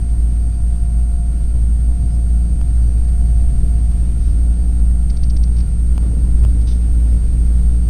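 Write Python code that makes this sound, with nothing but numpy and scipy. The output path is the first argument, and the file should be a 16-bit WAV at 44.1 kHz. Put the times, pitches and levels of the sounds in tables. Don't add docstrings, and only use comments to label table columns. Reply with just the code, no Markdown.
import sys
import numpy as np
from scipy import signal
from scipy.fft import rfft, irfft, next_fast_len
from scipy.io import wavfile

SR = 44100
rng = np.random.default_rng(int(sys.argv[2]) if len(sys.argv) > 2 else 0)


def wav_record(signal):
    frames = np.transpose(np.atleast_2d(signal))
    bounded = np.clip(frames, -1, 1)
    quanta = np.round(bounded * 32767).astype(np.int16)
    wavfile.write(sys.argv[1], SR, quanta)


N = 347949
TIME = np.arange(N) / SR


def from_db(db):
    return 10 ** (np.asarray(db) / 20)


def rms_one(x):
    return x / np.sqrt(np.mean(x ** 2) + 1e-20)


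def automation(rows):
    times, *columns = np.transpose(rows)
    return [np.interp(TIME, times, column) for column in columns]


def drift(rate):
    step, run_in = 40, 2000
    pole = np.exp(-2 * step * np.pi * rate / SR)
    white = rng.standard_normal(N // step + run_in + 2)
    slow = signal.lfilter([1], [1, -2 * pole, pole * pole], white)[run_in:]
    return np.interp(np.arange(N) / step, np.arange(len(slow)), rms_one(slow))


def butter(x, hz, kind, order=2):
    return signal.sosfilt(signal.butter(order, hz, kind, fs=SR, output="sos"), x)


def noise(spectrum, low_hz=0, high_hz=SR):
    size = next_fast_len(N)
    hz = np.maximum(np.arange(size // 2 + 1) * SR / size, 1)
    points_hz, level_db = np.transpose(spectrum)
    gain = from_db(np.interp(np.log(hz), np.log(points_hz), level_db))
    in_band = (hz >= low_hz) & (hz < high_hz)
    return irfft(rfft(rng.standard_normal(size)) * gain * in_band, size)[:N] * np.sqrt(SR / 2)


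def tone(hz):
    return np.sqrt(2) * np.sin(2 * np.pi * (np.cumsum(hz * np.ones(N)) / SR + rng.random()))


def resonance(x, hz, width_hz):
    radius = np.exp(-np.pi * width_hz / SR)
    feedback = [1, -2 * radius * np.cos(2 * np.pi * hz / SR), radius ** 2]
    return signal.lfilter(np.array([1, 0, -1]) * (1 - radius ** 2) / 2, feedback, x)


def swell(level_db, depth, trim_db, flutter_db, rate):
    return from_db(depth * (level_db - np.median(level_db)) + trim_db + flutter_db * drift(rate))


def rolling():
    # (time [s], wheel rumble [dB], deck roar [dB], rail hiss [dB])
    running = [(0.0, -26, -36.5, -55), (0.6, -26.5, -39.5, -56.5), (1.3, -27.5, -37.5, -56.5),
               (1.9, -24.0, -37, -56.5), (2.45, -25, -38.5, -56), (2.9, -22, -36, -55),
               (3.6, -23.5, -36.5, -54.5), (4.1, -24, -36.0, -53.5), (4.6, -27, -37, -55.5),
               (5.0, -26.5, -38, -56), (5.3, -24.5, -37.5, -55.5), (5.85, -25.5, -35.5, -56),
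               (6.2, -20, -33, -54), (6.8, -27, -36, -54.5), (7.1, -24, -35.5, -53.5),
               (7.89, -24.0, -36.0, -54.5)]
    # (frequency [Hz], density [dB per Hz])
    rumble = [(10, -33.5), (20, -40), (42, -38), (75, -44.5), (130, -48.5), (165, -54.5), (230, -59.5),
              (320, -64.5), (420, -72.5), (620, -76.5), (950, -86)]
    # (frequency [Hz], density [dB per Hz])
    hiss = [(1400, -87), (2100, -90.5), (3100, -93), (4700, -94), (6800, -98.5), (11500, -100.1),
            (14800, -101.6)]
    wheel_db, deck_db, rail_db = automation(running)
    girder_db = (deck_db + rail_db) / 2
    sway = noise(rumble, 1.1, 50) * swell(wheel_db, 0.45, trim_db=0.4, flutter_db=2.0, rate=3)
    bogie = noise(rumble, 50, 66) * from_db(-2.0)
    wheels = noise(rumble, 66, 220) * swell(wheel_db, 0.83, trim_db=0.53, flutter_db=0.54, rate=11)
    deck = noise(rumble, 220, 680) * swell(deck_db, 1.0, trim_db=-1.6, flutter_db=1.86, rate=13)
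    girders = noise(rumble, 680, 1100) * swell(girder_db, 0.57, trim_db=-0.1, flutter_db=1.16, rate=28)
    rail = noise(hiss, 1100, 6300) * swell(rail_db, 0.88, trim_db=-1.03, flutter_db=0.76, rate=25)
    air = noise(hiss, 6300) * swell(rail_db, 0.5, trim_db=-0.2, flutter_db=0.4, rate=12)
    return sway + bogie + wheels + deck + girders + rail + air


def jolts(attack_s=0.0067):
    # (time [s], shudder level [dB], decay [s], boom level [dB])
    joints = [(1.541, -42, 0.06, -24.5), (1.87, -44.5, 0.06, -31), (1.97, -54, .05, -17),
              (2.41, -47.5, 0.045, -34), (2.97, -45.5, .05, -29), (3.49, -43, 0.039, -18),
              (4.27, -41.5, .045, -30), (4.79, -40, 0.05, -36), (5.62, -45, 0.049, -22.5),
              (6.019, -36.5, 0.08, -24), (6.42, -36, 0.027, -12.5), (7.06, -45, .04, -30),
              (7.699, -43, .05, -34)]
    # (frequency [Hz], relative density [dB per Hz])
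    colour = [(100, 7), (330, -5), (600, -13.5), (1500, -28), (4000, -39)]
    shudder = boom = 0
    for start, shudder_db, decay, boom_db in joints:
        age = np.maximum(TIME - start, 0)
        envelope = np.minimum(age / attack_s, 1) * np.exp(-age / decay)
        shudder += from_db(shudder_db) * envelope
        boom += from_db(boom_db) * envelope
    return shudder * rms_one(noise(colour, 200, 6000)) + boom * rms_one(noise(colour, 70, 160))


def drone(twin_hz=55.72, twin_db=-16.5, in_step_s=4.92):
    # (time [s], hum level [dB], buzz level [dB])
    levels = [(0.0, -11.5, -33.5), (1.5, -11, -35.5), (2.1, -11, -31), (3.1, -9.5, -34.5),
              (3.7, -10.5, -30.5), (6.0, -10.0, -31.5), (7.89, -8, -30)]
    # (time [s], pitch [Hz])
    pitch = [(0, 57.12), (1.6, 57.12), (1.8, 57.61), (7.89, 57.62)]
    # (harmonic number, level re buzz [dB], waver [dB])
    overtones = [(2, -7, 2), (3, -1.5, 0.93), (4, -14, 0.2), (5, -15, 3)]
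    hum_db, buzz_db = automation(levels)
    hz, = automation(pitch)
    turns = np.cumsum(hz * (1 + 0.00031 * drift(4.2))) / SR
    phase = 2 * np.pi * (turns - np.interp(in_step_s, TIME, turns))
    twin = from_db(twin_db) * np.cos(2 * np.pi * twin_hz * (TIME - in_step_s))
    hum = (np.cos(phase) + twin) * from_db(hum_db - 3.0 + 0.88 * drift(6.2))
    buzz = sum(np.cos(round(harmonic) * phase) * from_db(buzz_db + db + waver_db * drift(2.7))
               for harmonic, db, waver_db in overtones)
    fade_in = np.minimum(turns, 1)
    return np.sqrt(2) * (hum + buzz) * fade_in


def converter(hz=700, octave_db=-67.0):
    # (time [s], level [dB])
    levels = [(0.0, -53.5), (0.8, -50), (1.2, -48), (1.4, -53.5), (1.8, -53), (2.1, -48), (2.85, -52.5),
              (3.3, -48.5), (3.8, -48.5), (4.15, -54.5), (4.7, -51), (5.2, -55), (6.0, -56), (6.9, -58),
              (7.89, -54)]
    level_db, = automation(levels)
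    pure = tone(hz) * from_db(level_db - 1 + 0.97 * drift(8.7))
    octave = tone(2 * hz) * from_db(octave_db + 2.4 * drift(17))
    sidebands = from_db(octave_db) * tone(2 * hz) * drift(35)
    return pure + octave + sidebands


def whine(carrier_hz=8653.88, flip_hz=66.061, first_flip_s=0.0009):
    polarity = 1 - 2 * (np.floor((TIME - first_flip_s) * flip_hz) % 2)
    level_db = -46 + np.interp(TIME, [2, 3.2], [-0.7, 0]) + 0.27 * drift(25)
    return from_db(level_db) * rms_one(butter(tone(carrier_hz) * polarity, 8600, "low"))


def rattle(bounce_s=0.0044, bounce_db=-1, attack_s=0.00033, decay_s=0.0038, grit_db=2, crest_db=3):
    # (start [s], tap count, spacing [s], drive level [dB])
    runs = [(5.098, 6, .0668, -35.5), (5.565, 3, .0185, -40.5)]
    # (frequency [Hz], bandwidth [Hz], gain [dB])
    modes = [(2340, 470, -12), (3080, 140, -8), (3770, 460, -8), (4620, 140, 3), (5200, 400, -4),
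             (5640, 250, -2.5), (6040, 250, -6.5)]
    age = TIME[:SR // 20]
    touch = np.exp(-age / decay_s) * (1 - np.exp(-age / attack_s))
    force = np.zeros(N)
    for first, count, spacing, run_db in runs:
        for k in range(count):
            tap_s = first + k * spacing
            tap_db = run_db + crest_db * np.sin(np.pi * (k + 0.5) / count)
            for start, touch_db in [(tap_s, tap_db), (tap_s + bounce_s, tap_db + bounce_db)]:
                at = round(start * SR)
                force[at:at + len(touch)] += from_db(touch_db) * touch
    grit = force * rng.standard_normal(N) * from_db(grit_db * drift(300)) + 1e-18
    ring = sum((-1) ** k * from_db(db) * resonance(grit, hz, width)
               for k, (hz, width, db) in enumerate(modes))
    return from_db(9.5) * butter(ring, 6700, "low", order=8)


def clicks():
    # (time [s], width [ms], level [dB])
    cues = [(2.614, 0.5, -26.5), (3.916, 0.4, -33), (4.9133, 0.3, -36), (5.9797, 0.51, -20.5),
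            (6.439, 1.3, -27.5), (6.442, 1.1, -42), (6.4502, 0.5, -22.5)]
    pulses = sum(from_db(db) * ((TIME >= start) & (TIME < start + width_ms / 1000))
                 for start, width_ms, db in cues)
    return butter(pulses + 1e-18, 150, "high", order=1)


def air_spits():
    # (time [s], attack [s], decay [s], level [dB])
    puffs = [(4.15, 0.11, .12, -57), (6.61, 0.0045, .008, -51), (6.666, 0.018, 0.044, -41.5)]
    # (frequency [Hz], relative density [dB per Hz])
    colour = [(1500, -16), (2900, -15), (3800, -3), (4150, -11.5), (5150, -4), (5600, -14), (6000, -4.5),
              (6500, -20), (7200, -37)]
    flow = 0
    for start, attack, decay, db in puffs:
        rise = np.clip((TIME - start) / attack, 0, 1)
        tail = np.exp(-np.maximum(TIME - start - attack, 0) / decay)
        flow += from_db(db) * rise * tail
    return flow * rms_one(noise(colour)) * from_db(1.6 * drift(150))


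def fan():
    # (time [s], relative speed)
    speeds = [(0, 1.011), (2.6, 1.011), (2.9, 1), (7.89, 1)]
    # (frequency [Hz], level [dB], waver [dB])
    partials = [(449.5, -54.5, 1.5), (506.5, -63.5, -1), (2440, -74.5, 3.5), (4620, -69.5, 2.5),
                (5900, -73, 0.5)]
    # (time [s], low hum trim [dB], whistle trim [dB])
    balance = [(0, -4, 1.5), (.9, -7.5, 0.5), (1.5, -3, -1.5), (3.1, -1.5, 1.5), (4.6, -2.5, -1.5),
               (5.5, 0.5, 0.5), (6.3, 0, -2), (7.89, 3, -1.5)]
    speed, = automation(speeds)
    hum_db, whistle_db = automation(balance)
    speed = speed * (1 + 0.00039 * drift(2.1))
    tones = 0
    for hz, db, waver_db in partials:
        trim_db = hum_db if hz < 1000 else whistle_db
        tones += tone(hz * speed) * from_db(db + trim_db + waver_db * drift(6.6))
    grille = from_db(-69.0) * rms_one(resonance(rng.standard_normal(N), hz=4580, width_hz=170))
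    return tones + grille


def squeaks():
    # (time [s], length [s], start pitch [Hz], end pitch [Hz], level [dB])
    rubs = [(2.095, .07, 4920, 5220, -58), (2.81, .13, 5890, 5910, -64), (3.17, .13, 4570, 4540, -63),
            (7.085, .06, 4950, 5220, -60)]
    chirps = 0
    for start, length, start_hz, end_hz, db in rubs:
        progress = np.clip((TIME - start) / length, 0, 1)
        hz = start_hz + (end_hz - start_hz) * progress + 55 * drift(150)
        arch = np.sqrt(4 * progress * (1 - progress))
        chirps += from_db(db - 2.5 + 2 * drift(80)) * arch * tone(hz)
    return chirps


def scene():
    bed = rolling() + jolts() + drone() + converter() + fan()
    return (bed + whine() + rattle() + air_spits() + squeaks() + clicks())[None]


def record(dry):
    cutoff_hz = 15350
    return signal.sosfilt(signal.ellip(10, 0.1, 80, cutoff_hz, fs=SR, output="sos"), dry)


dry = scene()
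out = record(dry)
wav_record(out)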